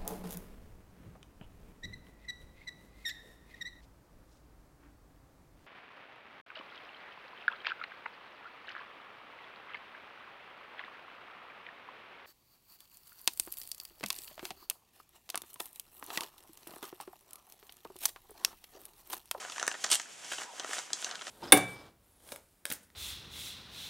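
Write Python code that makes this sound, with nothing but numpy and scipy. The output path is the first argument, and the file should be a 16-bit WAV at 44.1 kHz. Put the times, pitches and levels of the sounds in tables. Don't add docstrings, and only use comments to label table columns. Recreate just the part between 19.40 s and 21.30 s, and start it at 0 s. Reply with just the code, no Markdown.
import sys
import numpy as np
from scipy import signal
from scipy.fft import rfft, irfft
from scipy.io import wavfile
from scipy.ndimage import uniform_filter1d

SR = 44100
rng = np.random.default_rng(int(sys.argv[2]) if len(sys.argv) > 2 else 0)


def dump_mix(stems):
    frames = np.atleast_2d(stems).T
    limited = np.clip(frames, -1, 1)
    pcm = np.round(limited * 32767).astype(np.int16)
    wavfile.write(sys.argv[1], SR, pcm)


N = 83790

# (time [s], body level before trim [dB], treble level before trim [dB])
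SLIDE_LEVELS = [(0, -44.5, -43), (0.06, -48, -49), (0.11, -53, -48.5), (0.17, -53.5, -46.5),
                (0.23, -43.5, -49.5), (0.33, -51, -53), (0.39, -56, -49.5), (0.43, -55, -43.5),
                (0.47, -47, -47), (0.5, -51, -46), (0.58, -52, -53), (0.63, -64, -50), (0.67, -55.5, -54.5),
                (0.72, -60.5, -49), (0.77, -61.5, -53), (0.83, -54, -48), (0.89, -49.5, -45),
                (0.93, -48.5, -38.5), (0.965, -56.5, -44.5), (1.02, -41, -41), (1.07, -57, -55),
                (1.12, -63, -53.5), (1.17, -49, -47.5), (1.22, -49, -53), (1.28, -49.5, -45),
                (1.34, -43.5, -38), (1.39, -47, -41.5), (1.43, -56, -47), (1.49, -55.5, -53.5),
                (1.56, -50.5, -49), (1.61, -53.5, -44), (1.67, -46, -45.5), (1.73, -45, -52.5),
                (1.79, -54.5, -52.5), (1.845, -56, -51), (1.875, -47, -46.5), (1.9, -57, -46)]
# (time [s], thud level before trim [dB], flap level before trim [dB], flap pitch [Hz],
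# crack level before trim [dB], crack pitch [Hz], crack tilt [dB/octave], sharp edge [dB], decay [ms])
CREASE_SNAPS = [(0.048, -43.5, -41.5, 1330, -43, 2670, -12, -2, 7.6),
                (0.0982, -51, -43.5, 1240, -40.5, 2860, 0.5, -19, 2.7),
                (0.121, -66, -47, 1150, -39.5, 2620, -9, 12, 3.4),
                (0.1607, -52, -43, 1540, -47, 2780, -18, 2, 1.6),
                (0.167, -47, -44, 1720, -52, 3270, -9, 0, 4.4),
                (0.1812, -61, -35, 1860, -40.5, 6600, 4, -21, 2.2),
                (0.197, -48, -36.5, 1740, -34.5, 2950, 1.5, -6, 2.8),
                (0.215, -43.5, -47, 1710, -49, 3080, -4, 2, 1.87),
                (0.228, -36.5, -30, 1390, -31.5, 6290, 1.5, -5, 0.74),
                (0.2669, -65, -43, 1630, -37, 7040, 9, -1, 1.2),
                (0.2781, -35.5, -25.5, 1760, -27, 6100, 4, 10.5, 1.33),
                (0.3145, -44.5, -39, 1590, -36, 2900, -4.5, -1, 1.96),
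                (0.324, -71, -61, 1100, -42, 7130, 9, -3, 3.3),
                (0.3414, -44.5, -38.5, 1760, -42.5, 2610, -16, -6, 3.6),
                (0.3501, -47, -42, 1840, -46, 2610, -8, 1, 2.7),
                (0.4395, -40.5, -36, 1530, -31.5, 4640, -4.5, 10, 6.6),
                (0.4426, -38.5, -33, 1820, -27, 7000, 1, -22, 2.4),
                (0.4459, -39, -36.5, 1060, -46, 6760, -9, -3, 2.1),
                (0.4633, -56, -45, 1640, -38, 4440, -2, -3, 3.1),
                (0.4911, -54, -47, 1720, -42.5, 5300, -5, 3, 2.5),
                (0.502, -46.5, -49, 1520, -33.5, 3140, -2.5, 9, 3.6),
                (0.512, -54, -48, 1300, -35, 5550, -3, 9, 2.3),
                (0.5149, -44, -41, 1090, -22, 8550, 1.5, 6.5, 1.7),
                (0.518, -50, -37.5, 970, -26, 8200, -2.5, 15.5, 1.8),
                (0.52, -41.5, -40, 1200, -30, 5500, 2, -3, 1.5),
                (0.5226, -54, -42, 1850, -25, 5300, -5.5, 7, 2.1),
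                (0.5266, -39.5, -34.5, 1800, -23.5, 8500, -3.5, 4, 2.4),
                (0.5295, -50, -37.5, 1780, -24.5, 3800, 5.5, -3, 2.5),
                (0.5398, -46, -55, 1120, -34, 3620, -9, 14, 4.6),
                (0.547, -57, -50, 2180, -27.5, 8300, 12, 3, 1),
                (0.5528, -56, -43.5, 1900, -30.5, 3200, 0.5, 18, 1.5),
                (0.5553, -49, -41, 990, -30, 3200, 2, 3, 1.6),
                (0.5974, -43.5, -35.5, 1600, -35, 6750, -3.5, -1, 3.4),
                (0.616, -60, -58, 1660, -44, 6500, 2, 5, 2),
                (0.6576, -62, -51.5, 1700, -65, 2780, -6, 9, 1.6),
                (0.845, -51, -47.5, 1560, -42.5, 5300, 4, -12, 8.2),
                (0.917, -41.5, -37.5, 1560, -46, 2600, -5, 0, 2.2),
                (0.921, -46, -37, 1580, -35.5, 3240, -8, 17, 3.45),
                (0.933, -48.5, -38, 1530, -43, 6930, 4, -2, 5.5),
                (0.9826, -43, -40.5, 990, -36.5, 3020, -16, 3, 3.8),
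                (1.0175, -57, -41, 1570, -47, 3000, -12, -2, 1.1),
                (1.034, -63, -44, 1760, -44.5, 5200, 0, 0, 1.6),
                (1.197, -45.5, -41, 1210, -34, 6800, -2.5, -4, 2.2),
                (1.2011, -42.5, -45, 970, -40, 3120, -9, 11, 2.26),
                (1.235, -50, -48, 1710, -46, 2980, -8, -5, 2.2),
                (1.2458, -39.5, -37, 1380, -43.5, 6780, -1, 0, 0.8),
                (1.275, -63, -46, 1710, -49, 3000, -9, 0, 3.2),
                (1.2922, -44.5, -47, 1010, -53, 7490, 8, 5, 1.8),
                (1.31, -44.5, -38.5, 1270, -42, 2820, -7, 7, 2.7),
                (1.3325, -60, -34, 1550, -36.5, 7350, 7, 4, 3.3),
                (1.368, -54, -43, 1700, -46, 3200, 7, -5, 3),
                (1.3818, -41, -38, 1420, -37, 3800, 0, -10, 6.4),
                (1.3894, -43.5, -41, 1400, -37, 7300, 5, -6, 1.5),
                (1.5032, -48.5, -45, 1150, -47.5, 5640, -6, -16, 2),
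                (1.5319, -48, -44, 1700, -25.5, 4400, 6.5, -6, 1.7),
                (1.619, -59, -66, 1770, -43, 7260, 7, 7, 1.3),
                (1.625, -48.5, -42, 1510, -40.5, 3500, -7, 5, 3.6),
                (1.6451, -50, -43.5, 1120, -29, 6240, -4, -1, 1.85),
                (1.666, -46, -41.5, 1570, -43, 4090, -12, -1, 5.2),
                (1.69, -52, -45, 1740, -57, 3340, -2, 0, 2), (1.6935, -65, -58, 1700, -45, 5300, 6, -2, 1),
                (1.7015, -64, -60, 1100, -45.5, 3320, -20, 8, 3.7),
                (1.7118, -53, -42, 1490, -36.5, 4060, -3, -19, 2.26),
                (1.7222, -57, -45, 1300, -46, 3300, -7, -3, 6.7),
                (1.7493, -64, -47, 1500, -48, 4200, -6, -10, 2.1),
                (1.7544, -67, -43.5, 1540, -38, 3830, -5.5, -7, 1.9),
                (1.7923, -66, -54, 1310, -46.5, 2670, -16, 0, 2.1),
                (1.8117, -54, -40.5, 1310, -42.5, 3350, -10, -3, 1.8),
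                (1.819, -52, -47.5, 1500, -40.5, 3280, -3.5, -8, 2),
                (1.8219, -51.5, -44, 1160, -48, 3080, -8, -9, 2.8),
                (1.8512, -66, -55, 1500, -53, 3800, -4, -2, 2),
                (1.868, -58, -44, 1820, -40.5, 3430, 0, -7, 3.8),
                (1.8796, -48, -45, 1270, -42, 2820, -6, -8, 2.5)]
# (time [s], level before trim [dB])
CRUMPLE_LEVELS = [(.5, -46), (.511, -40), (.517, -37), (.524, -48), (.531, -36.5), (.542, -34.5),
                  (.55, -45), (.558, -41), (.575, -68)]
FOLD_FACETS_HZ = (3070, 5270, 7200, 8500, 11300)
# (start [s], length [s], resonance [Hz], width of each filter pass [Hz], level [dB])
RESONANT_RUBS = [(1.032, 0.029, 460, 300, -54), (1.036, 0.099, 860, 300, -54),
                 (1.123, 0.023, 560, 260, -53), (1.293, 0.025, 505, 350, -54.5),
                 (1.503, 0.024, 336, 240, -57), (1.523, 0.029, 326, 80, -55)]

# (frequency [Hz], relative density [dB])
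BODY_SPECTRUM = [(30, -39), (90, -28.5), (125, -15.5), (190, -9.5), (280, -5.5), (520, 2), (700, 4),
                 (770, 9.5), (850, 0), (980, 5.5), (1250, 4.5), (1450, 5), (1600, 5.5), (2300, 0),
                 (4000, -33)]
HISS_SPECTRUM = [(900, -29), (2200, -2), (3100, 3.5), (4000, -3), (5300, 0), (6800, 3), (8400, -1.5),
                 (10000, -7), (12000, -15), (13500, -21.5), (16000, -30)]
AIR_SPECTRUM = [(25, -2), (60, -13), (90, -0.5), (130, 7.5), (300, 11), (900, 10.5), (2500, 11),
                (7000, -3.5), (11000, -11.5), (16000, -39)]
THUD_SPECTRUM = [(30, -31), (90, -23.5), (130, -19), (200, -10), (310, 3.5), (500, 6), (800, 14.5),
                 (1200, -11), (2500, -35)]
FLAP_SPECTRUM = [(50, -43.5), (300, -29), (750, -8), (1000, -4), (1350, 0), (1800, 0.5), (2200, -5),
                 (3200, -14), (8000, -55.5)]
CRACK_SPECTRUM = [(60, -50), (500, -35), (1600, -11.5), (2300, -4.5), (3100, 4.5), (4200, 2), (6300, 3.5),
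                  (8000, 0.5), (9300, -4), (11500, -17), (15500, -30)]
FOLD_SPECTRUM = [(60, -25), (250, -30), (700, 0), (2100, 1), (3100, 6.5), (5300, 1), (7200, 0), (8500, 9.5),
                 (9600, -3), (11700, 2), (13200, -22), (15500, -22)]

# (frequency [Hz], echo gain [dB])
ECHO_GAIN = [(100, -7), (400, -14.5), (1300, -9.5), (3000, -10), (7000, -7), (14000, -17.5)]
# (frequency [Hz], gain [dB])
DIFFUSE_WIDTH = [(100, -12.5), (380, -8.5), (700, -7.5), (1300, -13), (2400, -15.5), (4400, -15),
                 (8200, -4.5), (15000, 3.5)]
# (frequency [Hz], gain [dB])
PAPER_WIDTH = [(100, -9), (400, -19), (1300, -56), (4000, -16), (6300, -25), (8500, -4), (10000, -8),
               (12000, -17)]

BODY_TRIM_DB, HISS_TRIM_DB, CRUMPLE_TRIM_DB = -2.5, -2.5, 5
THUD_TRIM_DB, FLAP_TRIM_DB, CRACK_TRIM_DB = 0.5, 0, -0.5
AIR_MID_DB, AIR_SIDE_BOOST_DB = -59.5, 11.0
ECHO_T60_S, ECHO_DELAY_S = 0.18, 0.00242
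SIDE_PHASE_RAD = 1.67
TOP_HZ = 15850

SNAP_LEVEL_S = 0.0046
MAIN_CLICK = 0.53
BUILD_SHARE, STOP_POWER = 0.12, 1.16
UNEVEN_DB, UNEVEN_STEP_HZ = 1.2, 550
EDGE_START_HZ, EDGE_FULL_HZ = 6600, 11300
RUB_RAMP_S = 0.011

FILTER_SIZE = 1024
BINS_HZ = np.maximum(np.fft.rfftfreq(FILTER_SIZE, 1 / SR), 1)


def undb(db):
    return 10 ** (np.asarray(db) / 20)


def unit(x):
    return x / np.sqrt(np.mean(x ** 2) + 1e-18)


def colour(x, points, extra_db=0):
    hz, db = np.array(points, float).T
    target_db = np.interp(np.log(BINS_HZ), np.log(hz), db) + extra_db
    cepstrum = irfft(np.log(undb(target_db)))
    cepstrum[1:FILTER_SIZE // 2] *= 2
    cepstrum[FILTER_SIZE // 2 + 1:] = 0
    impulse = irfft(np.exp(rfft(cepstrum)))
    return signal.fftconvolve(x, impulse)[:len(x)]


def curve(rows, column):
    rows = np.array(rows, float)
    return undb(np.interp(np.arange(N) / SR, rows[:, 0], rows[:, column]))


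def crackle(clicks_per_s, spread_db, friction):
    happens = rng.random(N) < clicks_per_s / SR
    size = undb(spread_db * np.minimum(rng.exponential(size=N), 4))
    clicks = unit(happens * size * rng.choice([-1, 1], N))
    return unit(clicks + friction * rng.standard_normal(N))


def sliding():
    body = unit(colour(crackle(clicks_per_s=550, spread_db=3.2, friction=0.75), BODY_SPECTRUM))
    hiss = unit(colour(crackle(clicks_per_s=1600, spread_db=3.2, friction=1.3), HISS_SPECTRUM))
    body_part = undb(BODY_TRIM_DB) * body * curve(SLIDE_LEVELS, column=1)
    hiss_part = undb(HISS_TRIM_DB) * hiss * curve(SLIDE_LEVELS, column=2)
    return body_part + hiss_part


def air():
    return undb(AIR_MID_DB) * unit(colour(rng.standard_normal(N), AIR_SPECTRUM))


def echo(x):
    t = np.arange(SR // 2) / SR
    decay = np.exp(-np.log(1000) * t / ECHO_T60_S)
    tail = rng.standard_normal(len(t)) * decay * (t > ECHO_DELAY_S)
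    tail /= np.linalg.norm(tail)
    return colour(signal.fftconvolve(x, tail)[:N], ECHO_GAIN)


def ring(hz, height_db, half_width_octaves):
    return height_db / (1 + (np.log2(BINS_HZ / hz) / half_width_octaves) ** 2)


def rattle(noise, decay_ms):
    age = np.arange(FILTER_SIZE) * 1000 / SR / max(decay_ms, 0.2)
    envelope = np.minimum(age / BUILD_SHARE, 1) * np.exp(-age ** STOP_POWER)
    push = noise * envelope
    push /= np.linalg.norm(push)
    push[np.argmax(envelope)] = MAIN_CLICK
    smooth_power = uniform_filter1d(np.abs(rfft(push)) ** 2, size=31)
    uneven_db = 10 * np.log10(smooth_power + 1e-9)
    return colour(push, [(1, 0), (SR, 0)], -uneven_db)


def snaps():
    out = np.zeros(N + FILTER_SIZE)
    tilt_octaves = np.log2(np.clip(BINS_HZ, 2800, 8000) / 5500)
    for (at_s, thud_db, flap_db, flap_hz, crack_db, crack_hz,
         tilt_db, edge_db, decay_ms) in CREASE_SNAPS:
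        noise, bumps = rng.standard_normal((2, FILTER_SIZE))
        push = rattle(noise, decay_ms)
        uneven = UNEVEN_DB * np.interp(BINS_HZ / UNEVEN_STEP_HZ, np.arange(FILTER_SIZE), bumps)
        flap_ring = ring(flap_hz, height_db=8.1, half_width_octaves=0.14)
        crack_ring = ring(crack_hz, height_db=6.8, half_width_octaves=0.1)
        edge = np.interp(BINS_HZ, (EDGE_START_HZ, EDGE_FULL_HZ), [0, edge_db])
        brightness = crack_ring + tilt_db * tilt_octaves + edge
        thud = unit(colour(push, THUD_SPECTRUM))
        flap = unit(colour(push, FLAP_SPECTRUM, flap_ring + uneven))
        crack = unit(colour(push, CRACK_SPECTRUM, brightness + uneven))
        snap = (undb(thud_db + THUD_TRIM_DB) * thud
                + undb(flap_db + FLAP_TRIM_DB) * flap
                + undb(crack_db + CRACK_TRIM_DB) * crack)
        start = int(at_s * SR)
        out[start:start + FILTER_SIZE] += snap * np.sqrt(SNAP_LEVEL_S * SR / FILTER_SIZE)
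    return out[:N]


def crumple():
    t = np.arange(N) / SR
    during = (t > CRUMPLE_LEVELS[0][0]) & (t < CRUMPLE_LEVELS[-1][0])
    effort = curve(CRUMPLE_LEVELS, column=1) * during
    facets = np.zeros(N)
    for hz in FOLD_FACETS_HZ:
        clicks = crackle(clicks_per_s=350, spread_db=2.6, friction=0.1)
        facets += colour(clicks, FOLD_SPECTRUM, ring(hz, height_db=7.5, half_width_octaves=0.23))
    return undb(CRUMPLE_TRIM_DB) * effort * unit(facets)


def rubs():
    out, t = np.zeros(N), np.arange(N) / SR
    grip = crackle(clicks_per_s=3000, spread_db=2, friction=1.5)
    for at_s, length_s, hz, width_hz, level_db in RESONANT_RUBS:
        swell = np.clip(np.minimum(t - at_s, at_s + length_s - t) / RUB_RAMP_S, 0, 1)
        b, a = signal.iirpeak(hz, hz / width_hz, fs=SR)
        resonance = signal.lfilter(b, a, signal.lfilter(b, a, grip))
        out += undb(level_db) * swell * unit(resonance)
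    return out


def scene():
    paper = sliding() + snaps() + crumple() + rubs()
    mid = paper + echo(paper) + air()
    hz, db = np.array(PAPER_WIDTH, float).T
    side_gain = undb(np.interp(np.fft.rfftfreq(N, 1 / SR), hz, db))
    paper_side = irfft(rfft(paper) * side_gain * np.exp(1j * SIDE_PHASE_RAD), N)
    diffuse_side = colour(echo(paper) + undb(AIR_SIDE_BOOST_DB) * air(), DIFFUSE_WIDTH)
    side = diffuse_side + paper_side
    return np.array([mid + side, mid - side])


def record(dry):
    low_pass = signal.ellip(10, 0.2, 80, TOP_HZ, fs=SR, output="sos")
    return signal.sosfilt(low_pass, dry)


dry = scene()
out = record(dry)
dump_mix(out)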